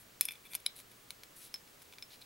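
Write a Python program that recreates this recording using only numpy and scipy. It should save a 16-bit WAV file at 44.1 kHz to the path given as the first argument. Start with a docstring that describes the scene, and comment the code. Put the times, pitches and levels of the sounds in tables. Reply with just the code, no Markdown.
"""In a quiet room, hands fit a recoil spring and its rod into a steel pistol slide over a table, close by.
Each contact is a dry crack with a puff of hiss, and the loose barrel, the slide and the rod ring as fading sines.
Tiny random knocks make the barrel chatter and the rod scrape; shaped noise and knocks make fingertips rub.
An echo of the steel, room air, microphone hiss, a wavering mains hum and a thin whine lie beneath."""
import sys
import numpy as np
from scipy import signal
from scipy.fft import rfft, irfft, next_fast_len
from scipy.io import wavfile
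from scipy.ndimage import map_coordinates

SR = 44100
rng = np.random.default_rng(int(sys.argv[2]) if len(sys.argv) > 2 else 0)


def gain_from_decibels(decibels):
    """Convert decibel values to linear amplitude factors."""
    exponent = np.asarray(decibels, float) / 20
    return 10 ** exponent


def log_audio(samples):
    """Write samples as a 16-bit WAV file to the path given in sys.argv[1]."""
    # one column per channel
    frames = np.atleast_2d(samples).T
    # limit to full scale, then quantise
    limited = np.clip(frames, -1, 1)
    pcm = np.round(limited * 32767).astype(np.int16)
    wavfile.write(sys.argv[1], SR, pcm)


N = 99225
TREBLE_HZ = 6760  # where the adjustable treble begins

# Ringing tones of the barrel: f/Hz
BARREL_PITCHES = [2380, 2590, 3470, 4200, 8340, 9465, 10285, 11390, 12335]
# How strong each barrel tone is and how long it takes to fall by 60 dB: level/dB, t60/s
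BARREL_TONES = [(-2, 0.022), (-15, 0.066), (-3, 0.024), (-12, 0.0093), (-17, 0.024), (-5, 0.022),
                (-7, 0.015), (-9, 0.033), (-5.5, 0.018)]
# Ringing tones of the rod: f/Hz
ROD_PITCHES = [2340, 3070, 3870, 4040, 4950, 5300, 7700, 10910]
# How strong each rod tone is and how long it takes to fall by 60 dB: level/dB, t60/s
ROD_TONES = [(-16.5, 0.022), (-23, .025), (3, 0.005), (-6, 0.021), (-8, 0.01), (-13, 0.016), (-21, 0.021),
             (-4.5, 0.015)]


def unit(x):
    """Scales a sound to an rms level of 1."""
    return x / np.sqrt(np.mean(x ** 2) + 1e-20)


def along(points, hz):
    """Reads a curve of (f/Hz, value) points, with frequency on a log axis."""
    f, value = np.transpose(points)
    return np.interp(np.log(hz + 1), np.log(f + 1), value)


def filtered(x, response):
    """Changes the spectrum of a sound by a gain that depends on frequency."""
    size = next_fast_len(x.shape[-1] + 8192)
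    spectrum = rfft(x, size) * response(np.fft.rfftfreq(size, 1 / SR))
    return irfft(spectrum, size)[..., :x.shape[-1]]


def lifted(hz, lift_db):
    """Gain that raises (or, if negative, lowers) mainly the treble."""
    return gain_from_decibels(lift_db / (1 + (TREBLE_HZ / (hz + 1)) ** 8))


def ring(pitches, tones, t, lift_db):
    """A struck part rings as several sines that fade at their own rates, never twice quite the same."""
    scatter_db, attack_s = 0.5, 0.00011
    hz = np.array(pitches)[:, None]
    level_db, t60 = np.transpose(tones)[:, :, None]
    luck = rng.standard_normal((len(tones), 2))
    strength_db = level_db + scatter_db * luck[:, :1]
    gain = gain_from_decibels(strength_db - 60 * t / t60) * lifted(hz, lift_db)
    sign = np.sign(luck[:, 1:])
    attack = 1 - np.exp(-t / attack_s)
    return (gain * sign * np.sin(2 * np.pi * hz * t)).sum(0) * attack


def puff(t, lift_db):
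    """A short hiss after a contact: fading noise above 1500 Hz."""
    level_db, t60_s = -12.5, 0.049  # level against the crack's own
    hiss = filtered(rng.standard_normal(len(t)), lambda hz: (hz > 1500) * lifted(hz, lift_db))
    return gain_from_decibels(level_db - 60 * t / t60_s) * hiss


def taps():
    """Each contact gives a dry crack and a puff, and sets the three steel parts ringing."""
    # Contacts, one per row: t/s, crack level/dB, crack treble lift/dB, barrel level/dB,
    # barrel treble lift/dB, slide level/dB, rod level/dB
    contacts = [(0.2101, -26, 21.5, -28, -8, -29.5, -27), (0.2531, -38.5, 21, -41, 17, -37.5, -60),
                (.2825, -52, 0, -46, 0, -64, -70), (0.2863, -34.5, -3, -27.5, -10, -39, -60),
                (.3085, -57, 0, -37, -3, -52, -68), (0.3205, -45, 10, -54.5, 9.5, -54, -65),
                (.3355, -50, 0, -47.5, -9, -66, -70), (.3545, -56, 4, -48, -7, -57, -68),
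                (.4535, -61, 0, -57, 5, -63, -62), (0.5347, -36, 0, -43, 0, -62, -70),
                (.5448, -41, 6, -43.5, 8, -64, -58), (.551, -27.5, 3, -37, 14.5, -42, -50),
                (0.601, -64, 4, -57, 9, -65, -68), (0.6594, -43, 0, -58, 0, -67, -54),
                (0.663, -33.5, -15, -68, 2, -46, -15), (0.7628, -55, 6, -55, 11, -67, -62),
                (.79, -45, 2, -57, 0, -70, -48), (.801, -46, 6, -56, 2, -68, -59),
                (.916, -57.5, 10, -61, 10, -68, -66), (1.1055, -35, 0.5, -48.5, -4, -66, -35),
                (1.2344, -38.5, 0, -51, -10, -56, -51), (1.5412, -35, -0.5, -50.5, 8, -27, -42),
                (1.559, -44, -11, -59, -6, -69, -47), (1.676, -52.5, -11, -60, -5, -59, -62),
                (1.8187, -52, 7, -64, 0, -58, -52), (1.855, -56, 4, -69, 0, -71, -53),
                (1.925, -45, -10, -48, -17, -66, -56), (1.9359, -45, -6, -51, -15, -61, -52.5),
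                (1.9843, -42, -9, -47, -23, -59, -47), (2.0244, -42, -2, -44, -26, -33.5, -40),
                (2.1423, -53, -8, -59, -10, -68, -49.5), (2.214, -58, 2, -55, 0, -75, -56)]
    # The contact itself, broad bands that die fast: f/Hz
    crack_pitches = [1000, 1450, 2200, 3100, 4500, 6000, 8200, 9800, 11000, 12300, 14700]
    # Strength and fading of those bands: level/dB, t60/s
    crack_tones = [(-16, 0.017), (-16.5, 0.016), (-7, 0.012), (-3, 0.0045), (-2.5, 0.0054), (-2.5, 0.004),
                   (-16.5, 0.0062), (-11, 0.0071), (-4.5, 0.0051), (-3.5, 0.0026), (-18, 0.0031)]
    # Ringing tones of the slide before the spring bears on it: f/Hz
    slide_pitches = [5195, 10280]
    # Their strength and fading, again before the spring bears on it: level/dB, t60/s
    slide_tones = [(-5.5, 0.069), (-18, 0.014)]
    seated_s = 0.65  # from here on the spring bears on the slide
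    out = np.zeros(N + SR)
    t = np.arange(SR // 8) / SR
    for start_s, crack_db, crack_lift_db, barrel_db, barrel_lift_db, slide_db, rod_db in contacts:
        # under the spring the slide rings higher and dies sooner
        pitch, damping = (1.013, 1.24) if start_s > seated_s else (1, 1)
        crack = ring(crack_pitches, crack_tones, t, crack_lift_db) + puff(t, crack_lift_db / 2)
        barrel = ring(BARREL_PITCHES, BARREL_TONES, t, barrel_lift_db)
        # running time faster shortens the ringing; dividing by damping keeps the pitch
        slide = ring(np.multiply(slide_pitches, pitch / damping), slide_tones, t * damping, 0)
        rod = ring(ROD_PITCHES, ROD_TONES, t, 0)
        blow = gain_from_decibels(crack_db) * crack + gain_from_decibels(barrel_db) * barrel + gain_from_decibels(slide_db) * slide + gain_from_decibels(rod_db) * rod
        out[round(start_s * SR):][:len(t)] += blow
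    return out[:N]


def strokes(rows, sound):
    """Lets a steady sound swell and fade in strokes, each with its own brightness."""
    rise_share = 0.46  # part of a stroke spent swelling
    t = np.arange(N) / SR
    out = np.zeros(N)
    dull = filtered(sound, lambda hz: hz < TREBLE_HZ)
    treble = sound - dull
    for start_s, length_s, level_db, lift_db in rows:
        corners = [start_s, start_s + rise_share * length_s, start_s + length_s]
        swell = np.sin(np.pi / 2 * np.interp(t, corners, [0, 1, 0]))
        out += gain_from_decibels(level_db) * swell * (dull + gain_from_decibels(lift_db) * treble)
    return out


def grit():
    """Rubbing is made of tiny contacts at random moments, uneven in size."""
    grains_per_s, spread_db = 3000, 2.5
    luck = rng.random((2, N))
    happens = luck[0] < grains_per_s / SR
    size = gain_from_decibels(-spread_db * np.log(luck[1] + 1e-9))
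    return happens * size * rng.standard_normal(N)


def grit_ringing(pitches, tones):
    """Every grain of grit sets a steel part ringing a little."""
    t = np.arange(SR // 8) / SR
    return unit(signal.fftconvolve(grit(), ring(pitches, tones, t, 0))[:N])


def barrel_chatter():
    """The barrel chatters along the slide, rung by grit."""
    # Strokes: start t/s, length/s, level/dB, treble lift/dB
    chatter = [(.212, 0.044, -53, 5.5), (.255, 0.049, -63.5, 10), (.295, 0.048, -54, 0),
               (.445, .035, -56, -1.5), (.5, 0.067, -55, 5), (.555, 0.056, -76, -1)]
    return strokes(chatter, grit_ringing(BARREL_PITCHES, BARREL_TONES))


def rod_scrapes():
    """The rod and coils scrape, heard as grit ringing the rod."""
    # Strokes: start t/s, length/s, level/dB, treble lift/dB
    scrapes = [(.665, 0.041, -58, -13), (.75, 0.075, -60, 6), (1.4, 0.15, -69, 0), (2.1, 0.067, -58.5, -12),
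               (2.21, 0.024, -54, -13)]
    return strokes(scrapes, grit_ringing(ROD_PITCHES, ROD_TONES))


def finger_rubs():
    """Fingertips rub on steel: skin hisses as smooth noise mixed with grit."""
    # Strokes: start t/s, length/s, level/dB, treble lift/dB
    rubs = [(-.04, 0.087, -71, 11.5), (.212, 0.047, -50, -1.5), (.49, 0.057, -68, 8), (.75, 0.078, -62, 7),
            (.9, 0.06, -70, 0), (1.35, 0.052, -60.5, 6), (1.385, 0.11, -54, 1), (1.815, 0.021, -60, 3),
            (2.09, 0.081, -55.5, -7), (2.205, 0.033, -66.5, 2)]
    # Tone colour of rubbing skin: f/Hz, level/dB
    skin_colour = [(250, -14), (450, -2), (900, -24), (2000, 1), (3300, 4.5), (4700, 4), (7000, 0),
                   (10500, 8), (13500, 3), (16000, -3)]
    rough = rng.standard_normal(N) + 2.0 * grit()
    skin = unit(filtered(rough, lambda hz: gain_from_decibels(along(skin_colour, hz))))
    return strokes(rubs, skin)


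def room(x):
    """The room answers with a fading tail of noise, different in each channel; treble dies sooner."""
    # Time for the tail to fall by 60 dB: f/Hz, t60/s
    fading = [(1000, 0.49), (4000, 0.21), (12000, 0.03)]
    gap_s = 0.004  # extra wait before the answer
    hz, t, noise = signal.stft(rng.standard_normal((2, SR // 3)), SR, nperseg=256)
    decay = gain_from_decibels(-60 * t / along(fading, hz)[:, None])
    tail = signal.istft(noise * decay, SR, nperseg=256)[1]
    late = np.pad(x, (round(gap_s * SR), 0))[None]
    return signal.fftconvolve(late, tail / np.linalg.norm(tail[0]), axes=1)[:, :N]


def air_and_hiss():
    """Room air and microphone hiss: shaped noise, with a shared middle and a stereo side."""
    # Tone colour of the noise: f/Hz, level/dB (only relative)
    colour = [(15, -39), (25, -5.5), (155, -4), (266, -4), (321, -5), (443, -5.5), (868, -10.5),
              (1230, -9.5), (2170, -11), (2350, -11), (11500, -15.5), (15400, -16)][1:-1]
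    # Stereo width: f/Hz, side over middle/dB
    width = [(60, -18), (110, -14), (200, -9.5), (380, -5), (700, 1), (1290, 0), (2380, -2), (4400, -6.5),
             (8120, -10.5), (15000, -18.5)]
    middle_db = -60.5  # rms
    noise = rng.standard_normal((2, N))
    mid, side = filtered(noise, lambda hz: gain_from_decibels(along(colour, hz)) * [hz ** 0, gain_from_decibels(along(width, hz))])
    return gain_from_decibels(middle_db) * np.array([mid + side, mid - side]) / mid.std()


def hum_and_whine():
    """A mains hum whose level wavers at random, and a steady thin whine: two sines."""
    hum_hz, hum_db = 120, -78  # rms level around which it wavers
    whine_hz, whine_db = 15734.3, -72.5  # rms level ahead of the band limit
    t = np.arange(N) / SR
    waver_db = 2.5 * map_coordinates(rng.standard_normal(30), [t * 8])  # 8 random points a second
    hum = gain_from_decibels(hum_db + waver_db) * np.sin(2 * np.pi * hum_hz * t)
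    whine = gain_from_decibels(whine_db) * np.sin(2 * np.pi * whine_hz * t)
    return np.sqrt(2) * (hum + whine)  # a sine's peak is sqrt(2) times its rms


def scene():
    """Steel in front, slightly to the left, with the room and background around it."""
    pan_db, room_db = 0.8, -19
    contacts = taps() + barrel_chatter() + rod_scrapes() + finger_rubs()
    # two gentle low cuts at 250 Hz
    steel = filtered(contacts, lambda hz: (1j * hz / (250 + 1j * hz)) ** 2)
    front = steel * gain_from_decibels([[pan_db], [-pan_db]])
    return front + gain_from_decibels(room_db) * room(steel) + air_and_hiss() + hum_and_whine()


def band_limit(x):
    """A steep low-pass at the top of the band."""
    return signal.sosfilt(signal.butter(12, 16860, fs=SR, output="sos"), x)


def record(dry):
    """The camera's band limit cuts steeply above its top frequency."""
    top_hz = 15950
    limited = filtered(dry, lambda hz: 1 / np.sqrt(1 + (hz / top_hz) ** 120))
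    return band_limit(limited)


dry = scene()
out = record(dry)
log_audio(out)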